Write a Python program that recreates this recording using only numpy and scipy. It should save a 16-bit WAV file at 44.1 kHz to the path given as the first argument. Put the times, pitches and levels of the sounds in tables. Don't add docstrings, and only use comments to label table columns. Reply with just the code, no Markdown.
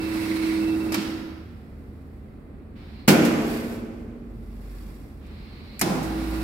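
import sys
import numpy as np
from scipy import signal
from scipy.fft import rfft, irfft, next_fast_len
from scipy.io import wavfile

SR = 44100
rng = np.random.default_rng(int(sys.argv[2]) if len(sys.argv) > 2 else 0)


def waveform_to_disk(signal):
    frames = np.transpose(np.atleast_2d(signal))
    scaled = np.clip(frames, -1, 1) * 32767
    samples = np.round(scaled).astype(np.int16)
    wavfile.write(sys.argv[1], SR, samples)


N = 283563
TIME = np.arange(N) / SR
CUT_S, RESTART_S = .93, 5.82
# f/Hz, likeness/0-1
STEREO_LIKENESS = [(60, 0.99), (250, 0.92), (450, 0.87), (900, 0.09), (1800, 0.01), (15000, 0.1)]


def amp(db):
    return 10 ** (np.asarray(db) / 20)


def unit(x):
    return x / np.sqrt(np.mean(x ** 2) + 1e-20)


def read(points, hz):
    f, value = np.transpose(points)
    return np.interp(np.log(hz + 1), np.log(f + 1), value)


def add(mix, s, sound):
    part = mix[:, round(s * SR):][:, :sound.shape[1]]
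    part += sound[:, :part.shape[1]]


def swell(peak_s, rise_s, fall_s):
    t = TIME - peak_s
    return 1 / np.cosh(np.minimum(abs(t) / np.where(t < 0, rise_s, fall_s), 60))


def onset(s, rise_s):
    return 1 - np.exp(-np.maximum(TIME - s, 0) / rise_s)


def fade(t, t60):
    return np.exp(-np.log(1000) * t / np.maximum(t60, 1e-3))


def drift(rate_hz):
    n = next_fast_len(N // 32)
    hz = np.fft.rfftfreq(n, TIME[-1] / n)
    slow = irfft(rfft(rng.standard_normal(n)) * np.exp(-(hz / rate_hz) ** 2), n)
    return np.interp(TIME, np.linspace(0, TIME[-1], n), unit(slow))


def noise(spectrum, size=N):
    n = next_fast_len(size)
    hz = np.fft.rfftfreq(n, 1 / SR)
    a, b = rfft(rng.standard_normal((2, n)))
    same = np.clip(read(STEREO_LIKENESS, hz), -1, 1)
    low_cut = 1 / np.sqrt(1 + (spectrum[0][0] / (hz + 1)) ** 12)
    pair = np.array([a, same * a + np.sqrt(1 - same ** 2) * b])
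    return unit(irfft(pair * amp(read(spectrum, hz)) * low_cut, n)[:, :size])


def tone(hz, t, wander=0):
    apart = np.arccos(np.clip(read(STEREO_LIKENESS, hz), -1, 1)) * rng.choice([-1, 1])
    return np.sqrt(2) * np.sin(2 * np.pi * (hz * t + rng.random()) + wander + np.array([[0], [apart]]))


def panels(x, share, count=8):
    size = x.shape[1]
    n = next_fast_len(size)
    hz = np.fft.rfftfreq(n, 1 / SR)
    delay_s = rng.uniform(.0006, .012, (count, 2, 1))
    sign = rng.choice([-1, 1], (count, 2, 1))
    echoes = (sign * np.exp(-2j * np.pi * hz * delay_s)).sum(0) / np.sqrt(count)
    mirrored = share * hz / (hz + 900)
    return irfft(rfft(x, n) * (1 + mirrored * echoes) / np.sqrt(1 + mirrored ** 2), n)[:, :size]


def burst(spectrum, t60, rise_s):
    t = np.arange(SR // 2) / SR
    return noise(spectrum, size=len(t)) * fade(t, t60) * (1 - np.exp(-t / rise_s))


def struck(modes, rise_s):
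    t = np.arange(2 * SR) / SR
    return sum(amp(db) * tone(hz, t) * fade(t, t60) for hz, db, t60 in modes) * (1 - np.exp(-t / rise_s))


def ring(spectrum, t60s, rise_s):
    t = np.arange(2 * SR) / SR
    wash = panels(noise(spectrum, size=len(t)), share=.7)
    hz, frame_s, bands = signal.stft(wash, SR, nperseg=512)
    bands = bands * fade(frame_s, read(t60s, hz)[:, None])
    tail = signal.istft(bands, SR)[1][:, :len(t)]
    return tail * (1 - np.exp(-t / rise_s))


def workshop():
    # f/Hz, level/dB
    far_motors = [(75.4, -46.5), (215.3, -51.5), (274.5, -56)]
    # f/Hz, level/dB
    rumble = [(33, -6), (45, -4.5), (75, -4.5), (110, -8.5), (160, -12.5), (210, -10.5), (282, -13),
              (400, -19.5), (686, -30.5), (1000, -34), (2100, -42), (3200, -51.5), (4300, -54.5),
              (5900, -68.5), (9000, -63.5), (15500, -64)]
    motors = sum(amp(db) * tone(hz, TIME, 0.86 * drift(4.7)) for hz, db in far_motors)
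    nearness = swell(peak_s=4.65, rise_s=.27, fall_s=.33)
    mains = amp(-35.5) * nearness * tone(47.5, TIME, 0.085 * drift(1.9))
    lull = swell(peak_s=3.76, rise_s=.22, fall_s=.3)
    hall = panels(noise(rumble), share=0.88) * amp(-41 + 0.5 * lull)
    return hall + motors * amp(-14 * lull) + mains


def drive():
    # on/s, off/s, hum/dB, whine/dB, shake/dB, treble/dB
    runs = [(-3.5, CUT_S, -31, -50.5, -70, -40), (RESTART_S, 7, -33, -62, -29.5, -35)]
    current_run = np.searchsorted([run[0] for run in runs], TIME) - 1
    on_s, off_s, hum_db, whine_db, shake_db, treble_db = np.array(runs)[current_run].T
    spin_up_s, coast_s = 0.15, 0.55
    speed = onset(on_s, spin_up_s) * np.clip(1 - (TIME - off_s) / coast_s, 0, 1)
    strain = onset(on_s, 0.036) * (1 - onset(on_s, 0.19))
    rub = swell(peak_s=.48, rise_s=.32, fall_s=.11) * speed
    return (gears(speed, strain, rub, treble_db) + drop_out_ring(off_s)
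            + motor(speed, strain, hum_db, shake_db) + bearing_and_belt(speed, rub, whine_db))


def gears(speed, strain, rub, treble_db):
    # f/Hz, level/dB
    rollers = [(110, -16.5), (165, -20), (206, -8), (260, -12), (330, -8.5), (400, -17), (620, -25.5),
               (1000, -27), (2600, -32.5), (3200, -36), (4400, -33.5), (6600, -49), (9000, -45),
               (15500, -50.5)]
    # f/Hz, level/dB
    straining_gears = [(120, -4), (190, 1), (260, 1), (330, -1.5), (450, -8), (800, -6), (1200, -16.5),
                       (1800, -36), (4000, -45), (9000, -38), (15000, -48)]
    rolling = panels(noise(rollers), share=1.0) * amp(0.95 * drift(39))
    dull = signal.sosfiltfilt(signal.butter(2, 1500, fs=SR, output="sos"), rolling)
    body = dull * amp(-34.5) * speed ** 0.79
    treble = (rolling - dull) * (amp(treble_db) * speed ** 3.1 + amp(-31.5) * rub)
    growl = amp(-22) * strain * panels(noise(straining_gears), share=0.75) * amp(1.1 * drift(41))
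    return (body + treble + growl) * amp([[-1.5], [1.2]])


def motor(speed, strain, hum_db, shake_db):
    # f/Hz, level/dB
    partials = [(107.7, -45), (205, -39.5), (430.7, -51.5), (538.3, -55), (936.7, -58.5), (990.5, -55),
                (1227, -62), (1335, -70), (1410, -56), (1997, -64), (2213, -67), (3790, -61), (4285, -72)]
    hum_hz, shake_hz = 322.5, 55.8
    wander = 0.044 * drift(11) + 0.5 * np.sqrt(strain) * drift(23.7)
    swell_db = 7.5 * swell(peak_s=.73, rise_s=.35, fall_s=.1)
    hum = amp(hum_db + swell_db) * speed ** 0.74 * tone(hum_hz, TIME, wander)
    tones = speed ** 0.98 * sum(amp(db) * tone(hz, TIME, 0.31 * drift(6.1)) for hz, db in partials)
    shake = amp(shake_db) * speed ** 3.1 * tone(shake_hz, TIME, 0.11 * drift(6))
    return hum * amp([[-2.0], [1.6]]) + tones + shake


def bearing_and_belt(speed, rub, whine_db):
    # f/Hz, level/dB
    rasp_band = [(1200, -56), (1850, -14), (2150, -5), (2450, -13), (3000, -27), (8000, -50)]
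    whine_hz = 2655
    flutter = 1 + 0.88 * np.tanh(1.7 * drift(35))
    whine = amp(whine_db) * speed ** 4 * tone(whine_hz, TIME, 0.99 * drift(31)) * flutter
    rasp = noise(rasp_band) * amp(-45.5) * rub * amp(2.1 * drift(45))
    return (whine + rasp) * amp([[-4], [2]])


def sleeve():
    # t/s, rise/s, fall/s, level/dB
    arm_moves = [(.2, .11, 0.074, -44.5), (0.801, 0.13, 0.14, -49), (1.75, 0.36, 0.33, -69.5),
                 (2.15, 0.12, 0.23, -80), (3.51, 0.042, 0.1, -41), (3.73, 0.025, 0.038, -55),
                 (4.0, 0.062, 0.065, -74), (4.82, .23, 0.21, -56.5), (6.42, 0.21, .2, -46)]
    # f/Hz, level/dB
    cloth = [(400, 9), (1500, 7.5), (3000, 1), (5000, -0.5), (6300, -9), (7700, -5.5), (10000, -7),
             (12500, -1), (15500, -10)]
    moving = sum(amp(db) * swell(s, rise_s, fall_s) for s, rise_s, fall_s, db in arm_moves)
    return panels(noise(cloth), share=0.96) * moving * amp(drift(120))


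def contactor():
    # t/s, snap/dB, ring/dB, modes over the ring/dB
    blows = [(0.9204, -27, -32.5, 6), (0.9429, -22, -35, -5), (5.8125, -19, -28.5, 19.5),
             (5.819, -23.5, -33.5, 1)]
    # f/Hz, level/dB
    snap = [(200, -15), (700, 11.5), (1500, 6.5), (1950, 6.5), (2350, 5), (3200, -0.5), (5100, 3.5),
            (6300, -5.5), (8700, -8), (10300, -9.5), (12500, -1.5), (15500, -21)]
    # f/Hz, level/dB, t60/s
    springs = [(2330, 2, 0.055), (2370, -12, .08), (3040, -14, .06), (5140, -14, 0.055), (7100, -25, 0.073),
               (8250, -16, 0.05), (11900, -25, .06)]
    # f/Hz, level/dB, t60/s
    modes = [(158.4, -24.5, 2.4), (187.7, -24, 1.2), (207, -45, 0.83), (295, -42, 1.3), (324, -29, 4.7),
             (365, -15.5, 0.17), (462, -41, 1.24), (530, -34, 2.1), (710, -34, 1.6), (806, -30, 1.9)]
    # f/Hz, level/dB
    tail = [(65, -45), (110, -21), (192, -4.5), (247, -3.5), (316, -1.5), (542, -22.5), (680, -18.5),
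            (928, -21), (1170, -21), (1270, -15), (1840, -19.5), (5510, -26), (15500, -38)]
    # f/Hz, t60/s
    decay = [(150, 1.4), (400, 1.13), (1500, 1.65), (4500, 1.27), (8000, 0.73), (14000, 1.22)]
    out = np.zeros((2, N))
    for s, snap_db, ring_db, modes_db in blows:
        add(out, s, amp(snap_db) * burst(snap, t60=0.071, rise_s=0.0014))
        add(out, s, amp(snap_db - 12.5) * struck(springs, rise_s=.0005))
        body = ring(tail, decay, rise_s=0.0017) + amp(modes_db) * struck(modes, rise_s=0.017)
        add(out, s, amp(ring_db) * body)
    return out


def ticks():
    # t/s, level/dB, t60/s
    cues = [(.9222, -38, 0.023), (.9438, -26, 0.019), (3.249, -36, .12), (3.258, -45, .1),
            (3.728, -55, 0.15), (5.0173, -63, 0.038), (5.2644, -66, 0.091), (5.7937, -30.5, 0.07),
            (5.8126, -18, 0.04), (6.029, -45, 0.28)]
    # f/Hz, level/dB
    spectrum = [(500, -26), (1700, -8), (2400, -0.5), (3200, -22), (5000, -6), (8000, -5.5), (10500, -7),
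                (12500, -4), (15500, -16)]
    out = np.zeros((2, N))
    for s, db, t60 in cues:
        add(out, s, amp(db) * burst(spectrum, t60, rise_s=0.00018))
    return out


def drop_out_ring(off_s):
    # f/Hz, level/dB
    spectrum = [(130, -15), (200, 8), (300, 3), (500, -17), (1900, -16), (2900, -11), (4000, -14),
                (5200, -17.5), (6800, -51), (15000, -47)]
    envelope = onset(off_s, 0.006) * (1 - onset(off_s, 0.14))
    ringing = panels(noise(spectrum), share=0.8) * amp(1.8 * drift(90))
    return amp(-29.5) * envelope * ringing * amp([[-1.5], [1.2]])


def faint_hiss():
    # t/s, rise/s, length/s, level/dB
    cues = [(2.752, 0.01, 0.26, -56.5), (5.192, 0.065, .66, -55.5)]
    # f/Hz, level/dB
    hiss = [(300, -10), (900, 1.5), (1600, 0), (2250, 0.5), (3200, -2), (3750, -2), (4200, -4.5),
            (4600, -8.5), (5300, -12.5), (6200, -24), (9000, -25.5), (15000, -23)]
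    # f/Hz, level/dB
    whistle = [(1600, -26.5), (1950, -16), (2150, -5), (2400, -14.5), (3400, -19), (3950, -7.5),
               (4200, -0.5), (4450, -11), (4720, -9), (5000, -25), (9000, -64.5)]
    release_s, grow_s = .08, .7
    hiss_gain, whistle_gain = 0, 0
    for s, rise_s, length_s, db in cues:
        envelope = onset(s, rise_s) * (1 - onset(s + length_s, release_s))
        hiss_gain += amp(db) * envelope
        whistle_gain += amp(-50.5) * envelope * onset(s, grow_s)
    return panels(noise(hiss), share=0.47) * hiss_gain + noise(whistle) * whistle_gain


def guard():
    # t/s, contact/dB, ring/dB
    blows = [(3.077, -20.5, -37.5), (3.0803, -13, -17), (3.25, -30, -38.5)]
    # f/Hz, level/dB
    crack = [(125, -7.5), (170, 6), (260, 11), (500, 0.5), (1000, 1), (2200, -0.5), (4000, -1), (7000, -8),
             (11000, -10.5), (15500, -8)]
    # f/Hz, level/dB, t60/s
    modes = [(104.4, -36.5, 4.6), (153.6, -24, 1.57), (160.4, -20, 0.78), (186.6, -25.5, 1.1),
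             (200, -18.5, 1.14), (221.2, -26, 3.2), (237, -23, 3.2), (300, -21.5, 1.78),
             (322.3, -24.5, 2.1), (331, -27.5, 2.17), (369.4, -21, 0.37), (377, -37.5, 0.78),
             (429, -32, 2.8), (484, -33, 2.2), (514, -46, 2.4), (538, -33, 1.9), (544, -44, 2.9),
             (691, -32, 1.62), (783, -37, 1.5), (740, -39.5, 0.89), (1246, -45.5, 0.97),
             (1427, -30.5, 0.76), (1515, -36, 1.7), (1780, -35.5, 0.54), (2320, -44, 0.71),
             (2805, -35.5, 1.1), (3200, -36, 0.57), (3160, -46, 1.0)]
    # f/Hz, level/dB, t60/s
    thud = [(174.6, -36, .45), (206.5, -11, 0.21), (308, -32.5, .4), (520, -16, 0.11), (800, -30, 0.86)]
    # f/Hz, level/dB
    tail = [(53, -41.5), (90, -25.5), (195, -4), (321, -6.5), (389, -6.5), (810, -14.5), (864, -18),
            (1450, -19), (1610, -20.5), (2770, -22), (3660, -28), (4950, -31), (9440, -41), (12500, -37.5),
            (15500, -48.5)]
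    # f/Hz, t60/s
    decay = [(120, 1.9), (240, 2.27), (350, 2.2), (700, 1.83), (1800, 1.645), (4800, 1.45), (8000, 1.46),
             (14000, 1.23)]
    out = np.zeros((2, N))
    for s, contact_db, ring_db in blows:
        add(out, s, amp(contact_db) * burst(crack, t60=0.18, rise_s=.0005))
        body = ring(tail, decay, rise_s=0.0025) + amp(15.5) * struck(modes + thud, rise_s=0.0015)
        add(out, s, amp(ring_db) * body)
    return out


def scene():
    ambience = workshop() + faint_hiss()
    return ambience + drive() + sleeve() + guard() + contactor() + ticks()


def record(dry):
    # f/Hz, level/dB
    colour = [(100, -1.5), (2400, 2), (3200, -0.5), (4400, 1.5), (5300, 4), (6200, 2.5), (7500, 4.5),
              (15000, 2)]
    # f/Hz, level/dB
    balance = [(50, -1), (250, -1.5), (550, 0.5), (1100, 0), (2300, -3.5), (4500, -2), (8000, 2.5),
               (13000, -3)]
    hz = np.fft.rfftfreq(N, 1 / SR)
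    tint = amp(read(colour, hz) + np.array([[.5], [-.5]]) * read(balance, hz))
    tinted = irfft(rfft(dry) * tint, N)
    saturated = tinted / (1 + (tinted / .95) ** 6) ** (1 / 6)
    high_cut = signal.firwin(401, 15900, window=("kaiser", 9), fs=SR)
    return signal.oaconvolve(saturated, high_cut[None], "same")


dry = scene()
out = record(dry)
waveform_to_disk(out)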